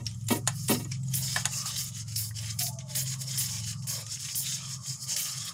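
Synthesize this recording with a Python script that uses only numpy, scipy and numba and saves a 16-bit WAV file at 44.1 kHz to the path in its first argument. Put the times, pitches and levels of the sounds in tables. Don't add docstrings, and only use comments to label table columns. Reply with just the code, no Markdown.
import sys
import numpy as np
from scipy import signal
from scipy.fft import rfft, irfft
from scipy.io import wavfile
from scipy.ndimage import uniform_filter1d
from numba import njit

SR = 44100
rng = np.random.default_rng(int(sys.argv[2]) if len(sys.argv) > 2 else 0)


def dump_mix(stems):
    frames = np.atleast_2d(stems).T
    limited = np.clip(frames, -1, 1)
    pcm = np.round(limited * 32767).astype(np.int16)
    wavfile.write(sys.argv[1], SR, pcm)


N = 243873
T = np.arange(N) / SR


def undb(db):
    return 10 ** (np.asarray(db) / 20)


def unit(x):
    return x / np.sqrt(np.mean(x ** 2))


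def peak(x):
    return x / np.abs(x).max()


def curves(rows):
    s, *columns = np.transpose(rows)
    return [np.interp(T, s, column) for column in columns]


@njit
def svf(x, hz, width):
    y, b, l = np.empty(len(x)), 0., 0.
    for i in range(len(x)):
        g, k = np.tan(np.pi * hz[i] / SR), width / hz[i]
        v = (b + g * (x[i] - l)) / (1 + g * (g + k))
        b, l, y[i] = 2 * v - b, l + 2 * g * v, k * v
    return y


def band(x, hz, width_hz):
    return svf(x, np.zeros(N) + hz, 1. * width_hz)


def cut(x, hz, kind, order=4):
    return signal.sosfilt(signal.butter(order, hz, kind, fs=SR, output="sos"), x)


def colour(x, points):
    hz = np.fft.rfftfreq(N, 1 / SR) + 1
    f, db = np.array(points).T
    return irfft(rfft(x) * undb(np.interp(np.log(hz), np.log(f), db)), N)


def walk(rate):
    k = max(int(SR / rate), 1)
    steps = np.repeat(rng.standard_normal(N // k + 1), k)
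    return 1.12 * uniform_filter1d(uniform_filter1d(steps, k), k)[:N]


def grains(scatter_db, flicker_db, rate):
    sizes_db = scatter_db * np.minimum(rng.exponential(size=N), 5)
    return rng.standard_normal(N) * undb(sizes_db + flicker_db * walk(rate))


def ring(push, modes):
    t = np.arange(len(push)) / SR
    body = sum(undb(db) * np.sin(2 * np.pi * hz * t) * np.exp(-np.log(1000) * t / t60)
               for hz, db, t60 in modes)
    return signal.fftconvolve(push, body)[:len(push)]


def add(out, s, x):
    i = int(s * SR)
    out[i:i + len(x)] += x[:N - i]


def jet(s, length):
    burst_s, build_s, build_db = 0.0032, 0.037, 4.5
    sag_db_s, stop_db_s = 120, 442
    t = T - s
    db = -build_db * np.clip(1 - t / build_s, 0, 1) - sag_db_s * np.maximum(t - build_s, 0)
    burst_db = 20 * np.log10(np.clip(t / burst_s, 1e-9, 1))
    return db + burst_db - stop_db_s * np.maximum(t - length, 0)


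def stroke(s, swell, hold):
    swell_db, lift_db_s = 14.5, 414
    t = T - s - swell
    return swell_db * np.minimum(t, 0) / swell - lift_db_s * np.maximum(t - hold, 0)


# t/s, mist level/dB, length/s, splash on the casting re mist level/dB, scrape re splash level/dB
JETS = [(0.282, -28, 0.092, -8.5, -8), (0.679, -26, 0.068, -8.5, -4.5), (1.134, -25.5, 0.15, -11, -7),
        (1.757, -28.5, 0.14, -4, -10.5), (2.156, -26, 0.14, -7.5, -13.5), (2.587, -25.5, 0.1, -5.5, -11.5),
        (2.948, -26, 0.083, -8.5, -7), (3.374, -26, .1, -5.5, -8), (3.868, -28, 0.15, -7, -11.5),
        (4.351, -24.5, 0.088, -9, -14), (5.16, -26.5, 0.18, -5, -9)]
# t/s, swell/s, hold/s, rub level/dB, scrape re rub level/dB, treble re rub level/dB
RUB_STROKES = [(0.0, 0.0044, 0.28, -63.5, -8.5, 8), (0.055, 0.011, 0.032, -50, -4.5, -14),
               (0.468, 0.11, 0.19, -45, -15.5, 5.5), (0.747, 0.012, .07, -46, -14, 6),
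               (0.853, .02, 0.044, -62, -2, 9), (0.909, 0.0061, 0.029, -45, -6.5, -21),
               (1.044, 0.087, 0.038, -45.5, -10.5, 2), (1.196, 0.038, .17, -35, -8, -1.5),
               (1.461, 0.07, 0.095, -36, -11.5, 0), (1.632, 0.031, 0.035, -34.5, -7, 0.5),
               (1.687, 0.022, 0.038, -39, -5.5, -2), (1.915, 0.052, 0.032, -39.5, -7.5, -3),
               (2.063, 0.025, 0.058, -44.5, -10.5, -0.5), (2.343, 0.026, 0.14, -41, -7.5, -1),
               (2.502, 0.022, .06, -52, -14, 5.5), (2.72, 0.013, 0.0089, -47, -24, -4),
               (2.782, 0.0081, 0.024, -50, -5.5, -18), (2.876, 0.024, 0.055, -43.5, -8.5, 0.5),
               (3.031, 0.043, 0.057, -36.5, -8.5, 0), (3.189, 0.026, 0.0047, -34.5, -14, 0.5),
               (3.258, 0.033, 0.075, -37, -9.5, -0.5), (3.454, 0.038, 0.094, -38, -8, -1),
               (3.609, .07, 0.034, -36, -9, -3), (3.76, 0.018, 0.06, -53, -22, -8),
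               (3.819, 0.004, 0.024, -47, -13.5, -4), (3.931, 0.02, 0.065, -41, -3.5, -10),
               (4.062, 0.055, .03, -35.5, -11, -3.5), (4.177, 0.027, 0.12, -37.5, -9.5, -3),
               (4.409, 0.058, 0.095, -34, -8, -3), (4.574, 0.013, 0.075, -44.5, -4.5, -7),
               (4.635, 0.056, 0.052, -39, -10.5, -4), (4.824, 0.048, 0.066, -37.5, -13.5, -3.5),
               (4.76, 0.015, 0.077, -58.5, -27, -2), (4.977, 0.055, 0.0085, -36, -19, 0),
               (5.065, 0.03, 0.044, -31.5, -13.5, -5.5), (5.22, 0.015, 0.19, -37.5, -9.5, -5),
               (5.427, 0.028, 0.037, -36, -8, -2.5)]


def handwork():
    shapes = [jet(s, length) for s, _, length, *_ in JETS]
    shapes += [stroke(s, swell, hold) for s, swell, hold, *_ in RUB_STROKES]
    layers = [(db + splash, db + splash + scrape, db) for s, db, length, splash, scrape in JETS]
    layers += [(db, db + scrape, db + treble) for s, swell, hold, db, scrape, treble in RUB_STROKES]
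    power = undb(layers).T ** 2 @ undb(np.maximum(shapes, -150)) ** 2
    return 10 * np.log10(power)


# f/Hz, relative density level/dB per Hz
MIST_SPECTRUM = [(4410, -32), (7500, -2), (8040, -9), (8920, -1), (9620, 3), (12700, 1.5), (14900, 10),
                 (15500, 4)]


def mist(mist_db):
    starts = [row[0] for row in JETS]
    since = T - np.array([-1] + starts)[np.searchsorted(starts, T)]
    drops = grains(scatter_db=1.6, flicker_db=2.3, rate=80)
    hiss = unit(colour(drops, MIST_SPECTRUM))
    dull = signal.sosfiltfilt(signal.butter(4, 11600, fs=SR, output="sos"), hiss)
    top_gain = undb(np.minimum(0.5 * (mist_db + 11), 2.5))
    top = (hiss - dull) * top_gain * (1 - np.exp(-since / 0.0015))
    climb_hz = 14500 - 8500 * np.exp(-since / 0.027)
    climb = band(drops, climb_hz, 1100) * np.exp(-since / 0.039)
    return undb(mist_db) * (dull * undb(0.34 * walk(31.76)) + top + undb(4.5) * climb / np.std(drops))


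# f/Hz, width/Hz, level/dB
CASTING_BANDS = [(4810, 240, -10), (5398, 500, 0.5), (6564, 690, -0.5), (7104, 260, -4), (9980, 1400, -6),
                 (10500, 410, 7)]
# f/Hz, width/Hz, level/dB
SCRAPE_BANDS = [(1710, 380, -7.5), (1940, 140, -7), (2213, 260, 0), (2640, 520, -3), (3052, 210, 7),
                (3516, 220, 0), (3890, 470, 3)]


def rubbing(rub_db, scrape_db):
    slips = grains(scatter_db=2.1, flicker_db=2.0, rate=90)
    hiss = sum(undb(db + 3.05 * walk(30)) * band(slips, hz * (1 + 0.016 * walk(10)), width)
               for hz, width, db in CASTING_BANDS)
    hiss = unit(hiss) + undb(-9.5) * unit(band(slips, 7800, 2500))
    hiss = cut(hiss, [4500, 9000], "band", order=5)
    drag = grains(scatter_db=3.0, flicker_db=2.4, rate=110)
    scrape = sum(undb(db + 3.5 * walk(40) + 2 * walk(8)) * band(drag, hz * (1 + .045 * walk(10)), width)
                 for hz, width, db in SCRAPE_BANDS)
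    scrape = cut(scrape, [1450, 4600], "band", order=3)
    return undb(rub_db) * (unit(hiss) + undb(scrape_db) * unit(scrape))


# t/s, tick peak level/dB, tick f/Hz, head clack re tick level/dB, crack re tick level/dB
TRIGGER_SNAPS = [(0.056, -35, 6600, -40, -25), (0.065, -19, 5480, -60, -19), (0.067, -40, 2880, -30, -15),
                 (0.091, -41, 8400, -30, -17), (0.1123, -42, 6040, -8, 4), (0.145, -41.5, 7350, -16, -24),
                 (0.2104, -41, 6750, -28, -26), (0.2409, -44, 9000, -30, -11),
                 (0.2677, -37, 7300, -23, -19), (0.2858, -32, 7200, 0, 10), (0.468, -37, 6960, -18, 5),
                 (0.4744, -17, 6800, 4.5, 6.5), (0.636, -35, 7000, -21, -22),
                 (0.684, -21.5, 8600, -29, 1.5), (0.845, -33, 6930, -25, -16),
                 (0.9155, -33.5, 2360, -35, 0), (0.9182, -25.5, 5560, -48, -11),
                 (1.032, -40.5, 7640, -24, -8), (1.082, -36, 6740, -34, -12),
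                 (1.1387, -25.5, 6020, -29, -0.5), (1.3611, -25.5, 1820, 11, 6.5),
                 (1.447, -31, 2640, -3, -6), (1.454, -19, 6560, 3.5, 8), (1.657, -25.5, 6660, -6.5, -12),
                 (2.081, -38, 6470, -11, -20), (2.1606, -21.5, 5400, -47, -17),
                 (2.3074, -42, 1890, -24, -15), (2.3859, -30, 5560, -36, -6), (2.59, -22.5, 5400, -44, -12),
                 (2.787, -30.5, 6140, -42, -9), (2.9532, -25.5, 5070, -13, -2), (3.1406, -36, 6000, -8, -6),
                 (3.3748, -24.5, 5600, -15.5, -10), (3.583, -38, 5900, -21, 1.5),
                 (3.599, -38, 8500, -30, -6), (3.8234, -46, 5440, -19, 2), (4.065, -32, 6200, -34, -1),
                 (4.1194, -27.5, 7260, -17, -8), (4.347, -31, 5470, -30, 0), (5.164, -24.5, 5600, -37, 2)]
# f/Hz, level/dB, T60/s
HEAD_MODES = [(835, -4, .045), (1050, -6, .03), (1360, -6, .025), (1550, -5, .03), (1800, 0, .035),
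              (1930, -2, .03), (2300, -4, .02), (2700, -5, .02), (3160, -5, .02), (3720, -7, .015)]


def snaps():
    out, t = np.zeros(N), np.arange(int(.15 * SR)) / SR
    fall = np.log(1000) * t / 0.061
    noises = rng.standard_normal((len(TRIGGER_SNAPS), len(t)))
    for (s, db, hz, clack_db, crack_db), noise in zip(TRIGGER_SNAPS, noises):
        rattle = noise * np.minimum(t / 0.0006, 1)
        tick = cut(ring(rattle * np.exp(-1.5 * fall), [(hz, 0, .01)]), hz / 2, "high", order=2)
        crack = rattle * (np.exp(-fall) + 2.5 * np.exp(-t / .0025))
        crack = cut(crack, [1800, 10000], "band", order=4)
        shake = rattle * (np.exp(-fall) + .4 * np.exp(-.35 * fall) + 3.0 * np.exp(-t / .0012))
        clack = peak(cut(ring(shake, HEAD_MODES), 650, "high"))
        clack = clack + .9 * peak(cut(shake, [900, 5200], "band", order=3))
        snap = peak(tick) + undb(crack_db) * peak(crack) + undb(clack_db) * peak(clack)
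        add(out, s, undb(db) * snap)
    return out


# t/s, peak level/dB, ring f/Hz
WET_SPITS = [(1.6601, -32, 4400), (1.763, -29, 3980), (1.949, -41, 4080), (2.1211, -45, 4400),
             (2.3635, -46, 4380), (2.3868, -35, 3070), (2.617, -35, 3000), (2.6663, -26, 4500),
             (2.7873, -45, 3200), (2.8094, -42, 2950), (2.882, -54, 3120), (3.0622, -40, 3120),
             (3.1396, -35, 2270), (3.2191, -41, 3540), (3.3772, -34.5, 3080), (3.4095, -29, 3020),
             (3.6462, -37, 3020), (3.8746, -46, 4000), (4.1732, -35.5, 2840), (4.2278, -46, 3120),
             (4.2864, -33, 3060), (4.3476, -35.5, 3140), (4.7002, -40, 3100), (4.861, -39.5, 3130),
             (5.0882, -45, 3100), (5.2949, -33, 4060)]


def spits():
    out, t = np.zeros(N), np.arange(int(.05 * SR)) / SR
    noises = rng.standard_normal((len(WET_SPITS), len(t)))
    for (s, db, hz), noise in zip(WET_SPITS, noises):
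        push = noise * np.exp(-t / 0.003)
        spot = cut(ring(push, [(hz, 0, 0.015)]), hz / 2, "high", order=2)
        splat = cut(push, [1800, 8000], "band", order=2)
        add(out, s, undb(db) * peak(peak(spot) + 0.62 * peak(splat)))
    return out


# t/s, boom peak level/dB, drumming length/s, clatter re boom level/dB
SLUGS = [(0.0, -40.5, 0.0059, -20), (0.303, -16, 0.009, -12), (0.322, -21, 0.006, -10),
         (0.351, -30, 0.006, -14), (0.381, -37, 0.005, -20), (0.692, -16, 0.01, -13),
         (0.708, -16, 0.01, -9), (0.745, -29, 0.012, -16), (0.795, -34, 0.012, -20),
         (0.847, -38, 0.01, -25)]
# f/Hz, level/dB, T60/s
COVER_MODES = [(242, 0, .11), (305, -5, .07), (330, -5, .07), (395, -7, .06), (465, -9, .05),
               (565, -7, .06), (716, -11, .045), (945, -10, .045), (1255, -12, .035), (1910, -7, .04),
               (2250, -9, .03), (2690, -8, .03), (3200, -10, .025), (3700, -12, .02)]


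def drums():
    out, t = np.zeros(N), np.arange(int(.4 * SR)) / SR
    noises = rng.standard_normal((len(SLUGS), len(t)))
    for (s, db, length, clatter_db), noise in zip(SLUGS, noises):
        beat = noise * np.minimum(t / 0.002, 1) * np.exp(-np.maximum(t - length, 0) / 0.0078)
        dribble = noise[::-1] * (t > length) * np.exp(-(t - length) / 0.028)
        dribble = cut(dribble, 700, "low", order=2)
        boom = cut(ring(beat + 0.5 * dribble, COVER_MODES), 210, "high")
        thud = cut(beat + dribble, [300, 1400], "band", order=2)
        clatter = cut(beat, [1700, 4500], "band", order=2)
        drum = peak(boom) + undb(-12) * peak(thud) + undb(clatter_db) * peak(clatter)
        add(out, s, undb(db) * drum)
    return out


# t/s, order 5 level/dB, order 6 level/dB
STRONG_ORDERS = [(0.0, -46, -43), (0.04, -38.5, -43.5), (0.66, -40.5, -38), (1.09, -46, -36.5),
                 (1.2, -42.5, -37.5), (1.74, -49.5, -47), (1.86, -44.5, -47), (2.14, -36, -49.5),
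                 (2.25, -37.5, -59), (2.28, -39.5, -53), (2.51, -38.5, -44.5), (2.77, -47, -41),
                 (2.86, -49, -44), (3.13, -53.5, -37), (3.62, -40, -43), (3.77, -40.5, -40.5),
                 (4.21, -54.5, -55), (4.26, -49, -47), (4.33, -65, -56), (4.36, -49.5, -46),
                 (4.56, -56, -40.5), (4.82, -48, -48), (4.85, -65, -68), (4.91, -66, -43), (4.97, -56, -58),
                 (5.08, -55, -41.5), (5.16, -97, -86), (5.39, -55, -41.5), (5.44, -53, -59),
                 (5.53, -65, -70)]
# order, relative level/dB, share that follows order 5 rather than 6
WEAK_ORDERS = [(3, -31, .9), (4, -12, .9), (7, -8.5, .3), (8, -11, .4), (9, -17, .4)]


def machine():
    stroke_hz = 21.83
    five_db, six_db = curves(STRONG_ORDERS)
    orders = [(5, five_db), (6, six_db)]
    for order, db, share in WEAK_ORDERS:
        orders.append((order, db + share * five_db + (1 - share) * six_db + 3 * walk(2.72)))
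    out = np.zeros(N)
    for order, db in orders:
        swell_db = 2.2 * walk(9)
        phase = .4 * walk(6) + 2 * np.pi * rng.random()
        out += np.sqrt(2) * undb(db + swell_db) * np.sin(2 * np.pi * order * stroke_hz * T + phase)
    return out


# t/s, level/dB
DULL_SWELL = [(0.0, -72), (1.05, -71), (1.22, -56), (1.36, -58), (1.5, -53), (1.69, -56.5), (1.84, -67),
              (1.92, -73), (2.18, -64.5), (2.34, -72), (2.45, -59), (2.52, -66), (3.1, -65.5), (3.22, -61),
              (3.45, -61.5), (3.78, -68.5), (3.93, -56), (4.0, -50.5), (4.08, -69), (4.3, -61.5),
              (4.5, -61), (4.66, -56.5), (4.8, -70), (5.17, -57.5), (5.53, -63)]
# t/s, level/dB
UPPER_SWELL = [(0.0, -76), (0.6, -66), (1.05, -72), (1.2, -66), (1.38, -58), (1.54, -57.5), (1.66, -56),
               (1.83, -68), (2.2, -71.5), (3.39, -61), (3.54, -60), (3.73, -67), (3.94, -58), (4.08, -63),
               (4.4, -62), (4.61, -59.5), (5.01, -61), (5.53, -54)]


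def wander(hz, width_hz):
    moving = band(rng.standard_normal(N), hz * (1 + 0.086 * walk(4.97)), width_hz)
    return unit(band(moving, hz, 2 * width_hz)) * undb(2. * walk(21.48))


def far_noise():
    lower_db = curves(DULL_SWELL)[0] + 2.5 * walk(16)
    upper_db = curves(UPPER_SWELL)[0] + 3.4 * walk(14)
    lower = 0.49 * wander(596, 123) + 0.47 * wander(893, 70)
    return undb(lower_db) * lower + undb(upper_db) * wander(1182, 118)


# t/s, f/Hz, level/dB
FALLING_TONE = [(2.59, 722, -74), (2.61, 717, -48.5), (2.69, 690, -48), (2.71, 685, -49),
                (2.73, 671.5, -52.5), (2.81, 659, -54), (2.835, 640.4, -64), (2.87, 605, -57),
                (2.93, 601, -55), (2.955, 590, -63), (2.985, 600, -53), (3.005, 602, -70),
                (3.035, 593, -59), (3.08, 583, -69)]
# t/s, level/dB
THIN_TONE = [(2.66, -76), (2.716, -49), (2.76, -69), (2.82, -74), (2.85, -63), (2.92, -57), (2.95, -74),
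             (2.98, -51), (3.01, -75), (3.3, -74), (3.54, -59.5), (3.7, -76)]


def whistle():
    hz, db = curves(FALLING_TONE)
    start, end = FALLING_TONE[0][0], FALLING_TONE[-1][0]
    gate = np.clip((T - start) / 0.013, 0, 1) * np.clip((end - T) / .03, 0, 1)
    clear = np.sqrt(2) * np.sin(2 * np.pi * np.cumsum(hz * (1 + .016 * walk(45))) / SR)
    breathy = unit(band(band(rng.standard_normal(N), hz, 60), hz, 60))
    slide = gate * undb(db + 1.8 * walk(40)) * (.45 * clear + .7 * breathy)
    span = (T > THIN_TONE[0][0]) & (T < THIN_TONE[-1][0])
    thin = unit(band(band(rng.standard_normal(N), 871, 30), 860, 30))
    return slide + uniform_filter1d(1. * span, size=2000) * undb(curves(THIN_TONE)[0]) * thin


# f/Hz, relative density level/dB per Hz
GARAGE_SPECTRUM = [(15, -63), (25, -12), (50, -5), (125, 13), (160, 9), (250, -10), (404, -24), (1030, -45),
                   (1300, -34), (1600, -38), (2430, -38), (3010, -60), (4260, -70), (5280, -20),
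                   (6900, -12), (10000, -28), (15000, -46)]


def garage():
    air = unit(colour(rng.standard_normal(N), GARAGE_SPECTRUM))
    noise = np.zeros(N)
    for hz in 30 * 2 ** np.arange(0, 9, 1 / 3):
        fade_db = 3.5 * (T - T.mean()) * (hz < 100)
        noise += undb(3. * walk(9) - fade_db) * band(air, hz, hz / 4)
    return undb(-49.5) * unit(noise)


def room(near):
    t = np.arange(int(.4 * SR)) / SR
    t60_s, room_db = 0.1, -13
    tail = rng.standard_normal(len(t)) * np.exp(-np.log(1000) * t / t60_s) * (t > .004)
    return undb(room_db) * signal.fftconvolve(near, tail / np.linalg.norm(tail))[:N]


def scene():
    rub_db, scrape_db, mist_db = handwork()
    near = mist(mist_db) + rubbing(rub_db, scrape_db - rub_db) + snaps() + spits() + drums()
    mid = near + room(near) + machine() + far_noise() + whistle() + garage()
    side = undb(-84.5) * unit(band(rng.standard_normal(N), 2000, 19000))
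    return np.array([mid + side, mid - side])


def record(dry):
    return signal.sosfilt(signal.ellip(8, .2, 70, 15550, fs=SR, output="sos"), dry)


dry = scene()
out = record(dry)
dump_mix(out)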